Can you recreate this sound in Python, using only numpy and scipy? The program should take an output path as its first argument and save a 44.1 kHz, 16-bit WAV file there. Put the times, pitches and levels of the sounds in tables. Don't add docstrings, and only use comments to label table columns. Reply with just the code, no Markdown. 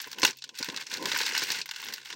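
import sys
import numpy as np
from scipy import signal
from scipy.fft import rfft, irfft
from scipy.io import wavfile

SR = 44100
rng = np.random.default_rng(int(sys.argv[2]) if len(sys.argv) > 2 else 0)


def bounce(signal):
    frames = np.transpose(np.atleast_2d(signal))
    limited = np.clip(frames, -1, 1)
    pcm = np.round(limited * 32767).astype(np.int16)
    wavfile.write(sys.argv[1], SR, pcm)


def voltage_ratio(level):
    return 10 ** (np.asarray(level, float) / 20)


N = 94815

# start in seconds, peak level in dB, body gain in dB and treble gain
# in dB, both gains before the fixed lifts below.
CREASE_SNAPS = [(0.0014, -25, -5.5, -37), (0.0156, -27.5, -26, 5), (0.0419, -29.5, -7, -38),
                (0.072, -33.5, 8, 9), (0.1144, -29, -20, -8), (0.1285, -26, -7.5, -15),
                (0.184, -25.5, -6, -16), (0.1964, -26.5, -24, -2), (0.218, -18.5, -15, -19),
                (0.231, -7.5, -5, -30), (0.2354, -11.5, -18, -27), (0.2488, -5, -8.5, -17.5),
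                (0.2651, -16.5, -22, -10), (0.2761, -17, -6, -28), (0.3076, -24.5, -27, -18),
                (0.3295, -37, -6, -30), (0.3701, -40.5, -39, -2), (0.3863, -37, -39, -23),
                (0.4208, -27, -16, -53), (0.44, -25, -15.5, -27), (0.491, -29, -14, -28),
                (0.5528, -39.5, -27, -19), (0.587, -23, -17.5, -11), (0.627, -17.5, -6.5, -22),
                (0.644, -22.5, -9.5, -8), (0.6609, -34.5, 17, -16), (0.6863, -21.5, -7, -23),
                (0.699, -22, -5.5, -38), (0.7434, -27, -3, -34), (0.7623, -20.5, -12.5, -21),
                (0.7728, -20.5, -4, -29), (0.867, -28.5, -46, -32), (0.939, -17.5, -20, -20),
                (0.9704, -25.5, -14.5, -14), (1.0254, -24.5, -9, -9), (1.0556, -16.5, -6, -18),
                (1.1161, -15, -6.5, -39), (1.1229, -22, 7, -37), (1.1458, -21, 12, -33),
                (1.1612, -15.5, 0, -24), (1.1737, -23.5, -22, 6), (1.1867, -19, -11, -32),
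                (1.2033, -19, 8, -30), (1.2135, -16.5, -7, -18), (1.2337, -23.5, -8, -34),
                (1.263, -18, -12, -13), (1.299, -44, -11, -25), (1.3495, -16, -9, -33),
                (1.364, -20, -2, -39), (1.377, -13.5, -12.5, -16), (1.3916, -22, -41, -14),
                (1.4188, -19.5, -5.5, -37), (1.4352, -20, -35, -7), (1.5022, -16, -11, -19),
                (1.5179, -17.5, -41, -15), (1.6143, -21, -27, -35), (1.658, -28.5, -6, -7),
                (1.6902, -24.5, -6, -24), (1.711, -19.5, -6, -18), (1.761, -25, -10.5, -20),
                (1.7998, -30.5, 6, -19), (1.818, -37, -16, 10), (1.8271, -28.5, 0, -40),
                (1.838, -30, -12.5, -17), (1.8457, -31.5, -10, 0), (1.8661, -29, -3, -9),
                (1.8762, -30, -6, -30), (1.885, -23.5, -6.5, -19), (1.9243, -27.5, -7, -15),
                (1.9368, -21, -10.5, -6.5), (1.98, -30.5, -4, -16), (2.0567, -30, -5.5, -18),
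                (2.1028, -25, -3, -23), (2.1261, -26.5, -6, -35)]
# start in seconds, peak level in dB.
SHEET_FLAPS = [(0.066, -39), (0.228, -19.5), (0.272, -33.5), (0.599, -33.5), (0.682, -31.5), (0.924, -39.5),
               (1.05, -34), (1.134, -33), (1.205, -31), (1.324, -37.5), (1.418, -32), (1.5, -40),
               (2.129, -51.5)]
# time in seconds, crackle level in dB, low rustle level in dB.
HAND_EFFORT = [(0, -47.5, -57.5), (.17, -52.5, -56), (.22, -41.5, -56), (.29, -36.5, -43),
               (.34, -58.5, -71.5), (.54, -55.5, -59), (.59, -39.5, -59.5), (.72, -50, -47.5),
               (.82, -39, -53.5), (.85, -55.5, -63), (.93, -36, -51.5), (1.0, -45.5, -49.5),
               (1.12, -33.5, -46.5), (1.3, -34, -47.5), (1.37, -33, -43.5), (1.6, -38, -56),
               (1.64, -56.5, -63.5), (1.68, -53.5, -62), (1.76, -43, -64), (1.9, -45, -55),
               (2.02, -51.5, -65.5), (2.15, -47, -49.5)]
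# frequency in Hz, relative spectrum level in dB per Hz.
PAPER_COLOUR = [(410, -32.5), (700, -27.5), (876, -9.5), (1340, -13), (1490, -1), (1890, -5.5), (2630, 2),
                (3160, -9.5), (4060, -6), (5880, -4), (10300, -18), (15900, -5.5), (16500, -78)]
# frequency in Hz, relative spectrum level in dB per Hz.
AIR_COLOUR = [(53, -64), (90, -16.5), (250, -1), (493, 0), (642, -12.5), (800, -11.5), (1040, 2),
              (1760, -120)]

EVENT_SAMPLES = 5000
BODY_HZ, BODY_LIFT_DB = 2404, 6
TREBLE_HZ, TREBLE_LIFT_DB = 8620, 3


def in_time(rows):
    s, *columns = np.transpose(rows)
    return [np.interp(np.arange(N) / SR, s, column) for column in columns]


def rms_one(x):
    return x / np.sqrt(np.mean(x ** 2) + 1e-20)


def peak_one(x):
    return x / np.abs(x).max()


def passed(x, hz, kind, order=4):
    return signal.sosfilt(signal.butter(order, hz, kind, fs=SR, output="sos"), x)


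def coloured(x, points):
    hz, db = np.transpose(points)
    grid_hz = np.linspace(1, SR / 2, 2049)
    log_gain = np.log(voltage_ratio(np.interp(np.log(grid_hz), np.log(hz), db)))
    cepstrum = irfft(log_gain)
    cepstrum[1:2048] *= 2
    cepstrum[2049:] = 0
    response = irfft(np.exp(rfft(cepstrum)))
    return signal.fftconvolve(x, response)[:len(x)]


def drift(rate_hz):
    r = np.exp(-2 * np.pi * rate_hz / SR)
    slow = signal.lfilter([1], [1, -2 * r, r * r], rng.standard_normal(N + SR))
    return rms_one(slow[SR:])


def dying(rise_s, t60_s):
    t = np.arange(EVENT_SAMPLES) / SR
    return (1 - np.exp(-t / rise_s)) * voltage_ratio(-60 * t / t60_s)


def place(events, sounds):
    out = np.zeros(N + EVENT_SAMPLES)
    for (s, db, *_), sound in zip(events, sounds):
        start = int(s * SR)
        out[start:start + EVENT_SAMPLES] += voltage_ratio(db) * sound
    return out[:N]


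def outside_murmur():
    return voltage_ratio(-75) * rms_one(passed(rng.standard_normal(N), [129.95, 144.64], "band", order=2))


def flaps(rustle_db):
    rise_s, t60_s = 0.0014, 0.064
    lump_db, lump_hz = 5.6, 4.2
    puffs = []
    for _ in SHEET_FLAPS:
        burst = rng.standard_normal(EVENT_SAMPLES) * dying(rise_s, t60_s)
        puffs.append(peak_one(coloured(burst, AIR_COLOUR)))
    lumps = voltage_ratio(lump_db * drift(lump_hz))
    rustle = rms_one(coloured(rng.standard_normal(N), AIR_COLOUR) * lumps)
    return place(SHEET_FLAPS, puffs) + voltage_ratio(rustle_db) * rustle


def crack(body_db, treble_db):
    rise_s, crack_t60_s, tick_t60_s = 0.0007, 0.022, 0.016
    cabin_t60_s, cabin_db, tick_cabin_db = 0.075, -12, -13
    width_share, skirt_db = 0.3, -9

    white = rng.standard_normal(EVENT_SAMPLES)
    spike = dying(rise_s / 2, 0.004)
    echoes = dying(rise_s, cabin_t60_s)
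    noise = white * (spike + dying(rise_s, crack_t60_s) + voltage_ratio(cabin_db) * echoes)
    tick_noise = white * (spike + dying(rise_s, tick_t60_s) + voltage_ratio(tick_cabin_db) * echoes)

    hz = np.interp(body_db, [-25, 0], [4800, 2900]) * np.exp(0.15 * rng.standard_normal())
    r = np.exp(-np.pi * width_share * hz / SR)
    poles = [1, -2 * r * np.cos(2 * np.pi * hz / SR), r * r]
    ring = signal.lfilter([(1 - r * r) / 2, 0, (r * r - 1) / 2], poles, noise)

    middle = passed(ring + voltage_ratio(skirt_db) * noise, BODY_HZ, "high", order=8)
    middle = passed(middle, TREBLE_HZ, "low")
    body = voltage_ratio(body_db + BODY_LIFT_DB) * passed(noise, BODY_HZ, "low")
    tick = voltage_ratio(treble_db + TREBLE_LIFT_DB) * passed(tick_noise, TREBLE_HZ, "high")
    return peak_one(coloured(middle + body + tick, PAPER_COLOUR))


def thinned(sound, level_db):
    thin = voltage_ratio(1.6 * np.minimum(level_db + 50, 0))
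    upper = passed(sound, BODY_HZ, "high", order=8)
    ends = passed(sound, BODY_HZ, "low", order=8) + passed(upper, TREBLE_HZ, "high")
    return thin * ends + passed(upper, TREBLE_HZ, "low")


def crackle(level_db):
    base_per_s, size_spread_db, clump_db, clump_hz = 320, 2.5, 3, 25.0
    denser_db = 0.35 * (level_db - level_db.mean())
    sizes = voltage_ratio(size_spread_db * np.minimum(rng.exponential(1, N), 3))
    born = rng.random(N) < base_per_s * voltage_ratio(clump_db * drift(clump_hz) + denser_db) / SR

    dealt = rng.integers(0, 16, N)
    shares = [(body_db, treble_db) for body_db in (-36, -1, -5.5, -8.5)
              for treble_db in (-45, -30.5, -36, -11.0)]
    grains = np.zeros(N)
    for k, share in enumerate(shares):
        grains += signal.fftconvolve(sizes * born * (dealt == k), crack(*share))[:N]
    grains = rms_one(grains * voltage_ratio(-denser_db / 2))

    rub = passed(coloured(rng.standard_normal(N), PAPER_COLOUR), TREBLE_HZ, "low", order=1)
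    sound = grains + voltage_ratio(-10.5) * rms_one(rub)
    return voltage_ratio(level_db) * thinned(sound, level_db)


def snaps():
    cracks = [crack(body_db, treble_db) for _, _, body_db, treble_db in CREASE_SNAPS]
    return place(CREASE_SNAPS, cracks)


def scene():
    crackle_db, rustle_db = in_time(HAND_EFFORT)
    return (flaps(rustle_db) + crackle(crackle_db) + snaps())[None]


def low_pass(x):
    return signal.sosfilt(signal.butter(12, 17020, fs=SR, output="sos"), x)


def record(dry):
    heard = passed(dry + outside_murmur(), 61.0, "high", order=2)
    return low_pass(heard)


dry = scene()
out = record(dry)
bounce(out)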